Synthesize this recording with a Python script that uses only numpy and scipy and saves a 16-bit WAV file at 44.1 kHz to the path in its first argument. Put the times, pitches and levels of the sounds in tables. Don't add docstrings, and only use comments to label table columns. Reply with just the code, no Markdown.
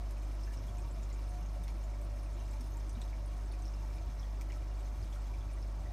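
import sys
import numpy as np
from scipy import signal
from scipy.fft import rfft, irfft
from scipy.io import wavfile
from scipy.ndimage import uniform_filter1d

SR = 44100
rng = np.random.default_rng(int(sys.argv[2]) if len(sys.argv) > 2 else 0)


def transcribe(u):
    v = np.clip(np.atleast_2d(u).T, -1, 1)
    q = np.round(v * 32767).astype(np.int16)
    wavfile.write(sys.argv[1], SR, q)


def how_loud(loudness_db):
    steps = np.asarray(loudness_db, float) / 20
    return 10 ** steps


N = 261072

# (frequency [Hz], density [dB/Hz])
WATER_SPECTRUM = [(760, -12), (1300, -11.5), (1430, -15), (1830, -8), (2400, -7.5), (2660, -10.5),
                  (3080, -12.5), (3630, -9), (4860, -10.5), (5280, -7.5), (7510, -12.5), (9250, -12),
                  (10500, -17), (12600, -17.5), (15500, -21)]
# (frequency [Hz], width [Hz], gain [dB])
HOOD_MODES = [(1920, 28, -0.5), (2210, 110, -1.5), (2364, 71, 5), (2846, 99, -0.5), (3630, 50, -27),
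              (5250, 73, 1), (5430, 100, -2), (6180, 380, -2)]
# (time [s], fizz level [dB])
FLOW = [(0, 1.1), (.55, 3.5), (.8, 1.9), (1.1, 2.7), (2.1, 1.8), (2.4, 2.8), (2.95, 2), (3.4, 1.5),
        (3.9, 2.5), (4.3, 1.5), (5.2, 2.4), (5.92, 0.5)]
# (time [s], level [dB], pitch [Hz])
PLINKS = [(0.475, -60, 1680), (.5079, -65, 1700), (.6825, -65, 3360), (0.7856, -61.5, 2440),
          (1.1134, -65, 2080), (1.6365, -68, 3630), (1.6735, -64, 2140), (1.6806, -69, 3570),
          (1.9365, -65, 2200), (2.2613, -67, 2460), (2.953, -62, 3800), (2.9748, -67, 2930),
          (3.017, -51, 3750), (3.1299, -58, 2260), (3.5157, -60, 4390), (3.535, -64, 2420),
          (3.9819, -65, 2410), (4.2297, -61, 3380), (4.2426, -69, 1880), (4.412, -57, 2320),
          (4.5, -58, 2050), (4.5053, -61, 2900), (4.5215, -56, 2250), (4.563, -64, 1300),
          (5.126, -63.5, 3400), (5.161, -64, 1400), (5.3383, -63, 2340), (5.4085, -66, 3450),
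          (5.5737, -67, 1970), (5.8594, -66, 1910)]
# (time [s], level [dB], pitch [Hz])
TICKS = [(.1089, -64, 4970), (.435, -53, 5250), (0.5733, -53, 5560), (0.7714, -58, 6370),
         (.8208, -59, 6290), (.9106, -55, 7580), (1.0323, -50, 7000), (1.128, -48, 7000),
         (1.4607, -54, 6400), (1.6371, -62, 6290), (1.839, -58, 7060), (2.4017, -58, 6100),
         (2.5107, -53, 7580), (2.609, -56, 5450), (2.7206, -58, 6240), (2.7385, -58, 6510),
         (2.7706, -58, 7150), (2.896, -52, 6030), (2.9127, -62, 6280), (3.037, -62, 5250),
         (3.6229, -55, 6160), (3.6545, -51, 5440), (3.6813, -53, 5500), (3.74, -58, 5250),
         (3.9869, -65, 4980), (4.196, -51, 5460), (4.41, -59, 6100), (5.0265, -59, 4910),
         (5.627, -54, 5250)]
# (time [s], level [dB], pitch [Hz])
PRICKS = [(.1187, -66, 8870), (.1808, -66, 8870), (.351, -66, 9900), (.5329, -63, 9550), (.805, -58, 8610),
          (.9231, -63, 10250), (1.2938, -52, 9100), (1.5353, -60, 9900), (1.6364, -58, 9300),
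          (1.704, -59, 10000), (2.0159, -66, 11540), (2.0452, -65, 9260), (2.232, -53, 9650),
          (2.6087, -54, 9000), (2.6651, -51, 9650), (2.7059, -64, 11890), (2.8942, -42, 8500),
          (2.9307, -54, 9730), (3.0146, -49, 7900), (3.261, -52, 9650), (3.2774, -62, 8800),
          (3.4591, -61, 8060), (3.521, -50, 9600), (3.6208, -56, 8350), (3.956, -58, 9600),
          (4.2112, -73, 11100), (4.8077, -65, 8010), (5.0934, -73, 10160), (5.1582, -63, 8600),
          (5.5346, -52, 9400)]
# (time [s], level [dB], pitch [Hz])
SPRAY = [(0.1087, -57, 12700), (0.2877, -64, 12500), (0.7427, -64, 12500), (0.8629, -61, 11700),
         (0.9822, -60, 11200), (1.4107, -59, 11300), (1.5349, -63, 11700), (1.6362, -57, 13100),
         (1.6806, -59, 11400), (1.7689, -62, 11700), (2.0148, -59, 13200), (2.0448, -61, 13300),
         (2.5097, -63, 11700), (2.608, -67, 11400), (2.7053, -62, 10900), (2.7377, -60, 12000),
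         (2.7566, -60, 12000), (2.9053, -62, 11300), (2.9811, -64, 11700), (3.0525, -61, 12000),
         (3.5204, -64, 11500), (3.8092, -62, 11200), (4.2103, -66, 11200), (4.3211, -64, 11900),
         (4.4109, -55, 12800), (4.556, -62, 10900), (4.8294, -63, 12200), (5.3163, -63, 11700)]
# (time [s], level [dB], treble minus body [dB])
SLAPS = [(0.1099, -50.5, -15.5), (0.121, -64, -5), (0.6705, -63, -2), (0.785, -56, -9), (1.6386, -54, -11),
         (1.681, -43, -27), (2.0163, -62, -2), (2.611, -50, -14), (2.771, -61.5, -2.5), (3.0177, -46, -19),
         (4.4125, -43, -19), (4.4197, -52, -16), (4.5217, -43.5, -26)]
# (time [s], level [dB], pitch [Hz])
GURGLES = [(0.582, -54, 258), (0.824, -57, 345), (0.855, -60, 935), (0.98, -56.5, 661), (0.995, -52.5, 205),
           (1.43, -52, 165), (1.613, -51, 169), (1.733, -52.5, 174), (1.761, -56, 332), (1.857, -57, 650),
           (2.366, -55.5, 344), (2.55, -59, 880), (2.616, -54, 256), (2.771, -57.5, 925), (2.874, -54, 311),
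           (2.977, -58, 166), (2.977, -51, 237), (3.84, -58.5, 894), (3.972, -53.5, 162),
           (4.053, -60.5, 932), (5.306, -61, 976), (.3, -57, 278), (1.46, -62, 575), (1.57, -56, 575),
           (2.01, -57, 580), (2.14, -60, 590), (3.77, -59, 191), (4.99, -52, 150), (5.8, -58, 150),
           (5.815, -58, 757)]
# (multiple of mains [1], level re fundamental [dB])
OVERTONES = [(2, -15.5), (3, -27), (4, -43.5), (6, -32), (8, -44), (10, -42), (11, -35), (15, -36.5)]
# (frequency [Hz], width [Hz], level [dB])
CABINET_MODES = [(320, 9.8, -68), (383, 15.4, -71.5), (587, 23, -66.5), (650, 39, -67.5), (880, 58, -88),
                 (1125, 54, -74), (944, 49, -80.5), (1319, 19, -75.5)]
# (frequency [Hz], density [dB/Hz])
DRONE_SPECTRUM = [(30, -5), (60, -4.5), (150, -13.5), (260, -3), (395, -7), (420, -11.5), (520, -10),
                  (600, -8), (780, -11), (900, -7.5), (1350, -15.5), (1450, -16), (2500, -25.5),
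                  (5000, -28.5), (12000, -85)]
# (time [s], level [dB])
PIPE_SWELLS = [(0.0, -60), (.76, -60), (.95, -64), (1.29, -65), (1.36, -57), (1.58, -61), (1.93, -66),
               (2.14, -69), (2.43, -67), (3.05, -64.5), (3.36, -62), (3.6, -60), (4.0, -63.5), (4.12, -66),
               (4.6, -66), (4.71, -66), (4.86, -63), (5.24, -72), (5.39, -71), (5.92, -60)]
# (time [s], level [dB], half length [s])
SHUDDERS = [(0.0, -62, 0.037), (.18, -57, .09), (.7, -47.5, 0.2), (.95, -52, 0.1), (1.35, -54, .06),
            (1.47, -57, .04), (1.61, -51.5, 0.034), (1.73, -52, .025), (1.92, -58, 0.11), (2.3, -54, 0.28),
            (2.69, -50, 0.076), (2.97, -48.5, 0.066), (3.2, -53, 0.069), (4.06, -48, 0.13), (4.6, -50, .08),
            (5.02, -46.5, 0.11), (5.43, -52.5, 0.23), (5.87, -47, 0.12)]
# (frequency [Hz], density [dB/Hz])
DEEP_SPECTRUM = [(22, -56), (40, -5.5), (65, 7), (92, 2.5), (130, -4), (200, -26), (300, -39), (900, -93)]
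# (frequency [Hz], density [dB/Hz])
BURBLE_SPECTRUM = [(80, -18), (115, -4), (160, 5.5), (260, -1.5), (350, -19), (900, -88)]
# (frequency [Hz], width [Hz], depth [0-1])
MIC_DIP = (10220, 400, 0.36)

MAINS_HZ, HUM_DB, SAG_DB = 50.02, -36.5, 4.5
DRONE_DB, TREMOR_DB = -57, -58.5
PIPE_HZ, PIPE_REST_DB, PIPE_SWELL_S = 716, -72.5, 0.063
RING_HZ, RING_HZ_PER_KHZ = 39.7, 44.6
BURST_SHARE = 0.56
STRAY_COUNT, STRAY_DB, STRAY_SPREAD_DB = 70, -72.5, 2
SPRAY_DB, SPRAY_WIDTH_HZ = 12, 1600


def evened(x):
    return x / np.sqrt(np.mean(x ** 2) + 1e-20)


def curve(rows):
    return np.interp(np.arange(N) / SR, *np.transpose(rows))


def colour(x, points):
    point_hz, point_db = np.transpose(points)
    hz = np.fft.rfftfreq(len(x), 1 / SR)
    gain_db = np.interp(np.log(hz + 1), np.log(point_hz + 1), point_db)
    return irfft(rfft(x) * how_loud(gain_db), len(x))


def resonate(x, hz, width_hz):
    turn = np.exp(2j * np.pi * hz * np.arange(len(x)) / SR)
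    r = np.exp(-np.pi * width_hz / SR)
    return 2 * (turn * signal.lfilter([1 - r], [1, -r], x / turn)).real


def add(mix, at_s, sound):
    part = mix[round(at_s * SR):][:len(sound)]
    part += sound[:len(part)]


def swells(rows, rest_db):
    t = np.arange(0, N, 64) / SR
    power = how_loud(2 * rest_db)
    for at_s, db, half_s in rows:
        power = power + how_loud(2 * db) * np.exp(-2 * ((t - at_s) / half_s) ** 2)
    return np.interp(np.arange(N) / SR, t, 10 * np.log10(power))


def plink(hz, width_hz, rise=.03, start_s=.0004):
    t = np.arange(1600) / SR
    fade = np.exp(-np.pi * width_hz * t)
    turns = np.cumsum(hz * (1 + rise * (.5 - fade))) / SR
    return (1 - np.exp(-t / start_s)) * fade * np.sin(2 * np.pi * turns)


def tank(x, t60_s=.09):
    taps = np.zeros(6000)
    at = np.arange(160, 5980, 20) + rng.integers(0, 20, 291)
    taps[at] = rng.choice([-1., 1.], len(at)) * how_loud(-60 * at / SR / t60_s)
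    taps /= np.linalg.norm(taps)
    taps[round(.0052 * SR)] += .5
    taps[round(.009 * SR)] -= .4
    return signal.oaconvolve(x, taps)[:N]


def fizz(per_s=1500, spread_db=1.5, cycles=5.7):
    clumps = how_loud(4.0 * evened(uniform_filter1d(rng.standard_normal(N), 1000)))
    born = rng.random(N) < per_s * clumps / SR
    size = how_loud(spread_db * np.minimum(rng.exponential(1, N), 3.5)) * born
    pitches_hz = np.linspace(1500, 14500, 44)
    which = rng.integers(0, len(pitches_hz), N)
    swarm = np.zeros(N)
    for k, hz in enumerate(pitches_hz):
        width_hz = hz / cycles * rng.uniform(0.14, 1.0)
        grain = evened(plink(hz, width_hz)[:500])
        swarm += signal.oaconvolve(size * (which == k), grain)[:N]
    return evened(swarm)


def stream():
    flow_db = curve(FLOW) - np.mean(curve(FLOW))
    bubbles = how_loud(2.0 * flow_db) * fizz()
    hiss = how_loud(.5 * flow_db) * rng.standard_normal(N)
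    raw = hiss + how_loud(-2.0) * bubbles + how_loud(-7.5) * tank(bubbles)
    hooded = raw + sum(how_loud(db) * resonate(raw, hz, width_hz) for hz, width_hz, db in HOOD_MODES)
    return how_loud(-64.5) * evened(colour(hooded, WATER_SPECTRUM))


def single_bubbles():
    out = np.zeros(N)
    strays = [(a * N / SR, STRAY_DB + 2 * STRAY_SPREAD_DB * (b - .5), 2400 + 8000 * c)
              for a, b, c in rng.random((STRAY_COUNT, 3))]
    for at_s, db, hz in PLINKS + TICKS + PRICKS + strays:
        calm_hz = RING_HZ + RING_HZ_PER_KHZ * hz / 1000
        width_hz = calm_hz * how_loud(BURST_SHARE * max(db + 60.5, -8))
        add(out, at_s, how_loud(db + 13.5) * plink(hz, width_hz))
    for at_s, db, hz in SPRAY:
        add(out, at_s, how_loud(db + SPRAY_DB) * plink(hz, SPRAY_WIDTH_HZ, start_s=.0001))
    return out


def slaps():
    out = np.zeros(N)
    t = np.arange(300) / SR
    for at_s, db, treble_db in SLAPS:
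        spectrum = [(900, -35), (1800, -19.5), (6500, -17.5), (7500, treble_db + 1.5),
                    (9800, treble_db - 1), (10600, treble_db - 16), (13000, treble_db - 5),
                    (16500, treble_db - 30)]
        burst = rng.standard_normal(300) * np.exp(-abs(t - .002) / .0008)
        add(out, at_s - .002, how_loud(db + 17.5) * colour(burst, spectrum))
    return out


def gurgles(length_s=.06):
    out = np.zeros(N)
    t = np.arange(0, length_s, 1 / SR)
    for at_s, db, hz in GURGLES:
        glide_hz = hz * (1 + 0.027 * (t / length_s - .5))
        tone = np.hanning(len(t)) * np.sin(2 * np.pi * np.cumsum(glide_hz) / SR)
        add(out, at_s - length_s / 2, how_loud(db + 3.0) * tone)
    return out


def pipe_note():
    wobble_hz = 4.02 * evened(uniform_filter1d(rng.standard_normal(N), 3000))
    level_db = swells([(at_s, db, PIPE_SWELL_S) for at_s, db in PIPE_SWELLS], PIPE_REST_DB)
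    tone = np.sin(2 * np.pi * np.cumsum(PIPE_HZ + wobble_hz) / SR)
    return np.sqrt(2) * how_loud(level_db) * tone


def pump_hum():
    turn = 2 * np.pi * MAINS_HZ * np.arange(N) / SR - .5
    hum = np.cos(turn)
    for k, db in OVERTONES:
        hum += how_loud(db) * (-1) ** (k + 1) * np.cos(k * turn)
    sag_db = SAG_DB * how_loud(swells(SHUDDERS, TREMOR_DB) + 41.5)
    return np.sqrt(2) * how_loud(HUM_DB - sag_db) * hum


def pump_noise():
    out = how_loud(DRONE_DB) * evened(colour(rng.standard_normal(N), DRONE_SPECTRUM))
    shake = rng.standard_normal(N)
    for hz, width_hz, db in CABINET_MODES:
        ring = resonate(resonate(shake, hz, width_hz), hz, width_hz)
        out += how_loud(db) * evened(ring)
    return out


def stand_shudder():
    deep = evened(colour(rng.standard_normal(N), DEEP_SPECTRUM))
    burble = evened(colour(rng.standard_normal(N), BURBLE_SPECTRUM))
    swell_db = swells(SHUDDERS, TREMOR_DB)
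    return how_loud(swell_db) * deep + how_loud(0.16 * (swell_db + 64.0) - 63.5) * burble


def scene():
    drops = single_bubbles() + slaps()
    water = stream() + drops + how_loud(-3) * tank(drops) + gurgles()
    machine = pipe_note() + pump_hum() + pump_noise()
    return (water + machine + stand_shudder())[None]


def roll_off(x):
    return signal.sosfilt(signal.butter(12, 15690, fs=SR, output="sos"), x)


def record(dry):
    hz, width_hz, depth = MIC_DIP
    dipped = dry - depth * resonate(dry[0], hz, width_hz)
    lowpass = signal.firwin(511, 15780, window=("kaiser", 9), fs=SR)
    mix = signal.oaconvolve(dipped, lowpass[None], "same")
    return roll_off(mix)


dry = scene()
out = record(dry)
transcribe(out)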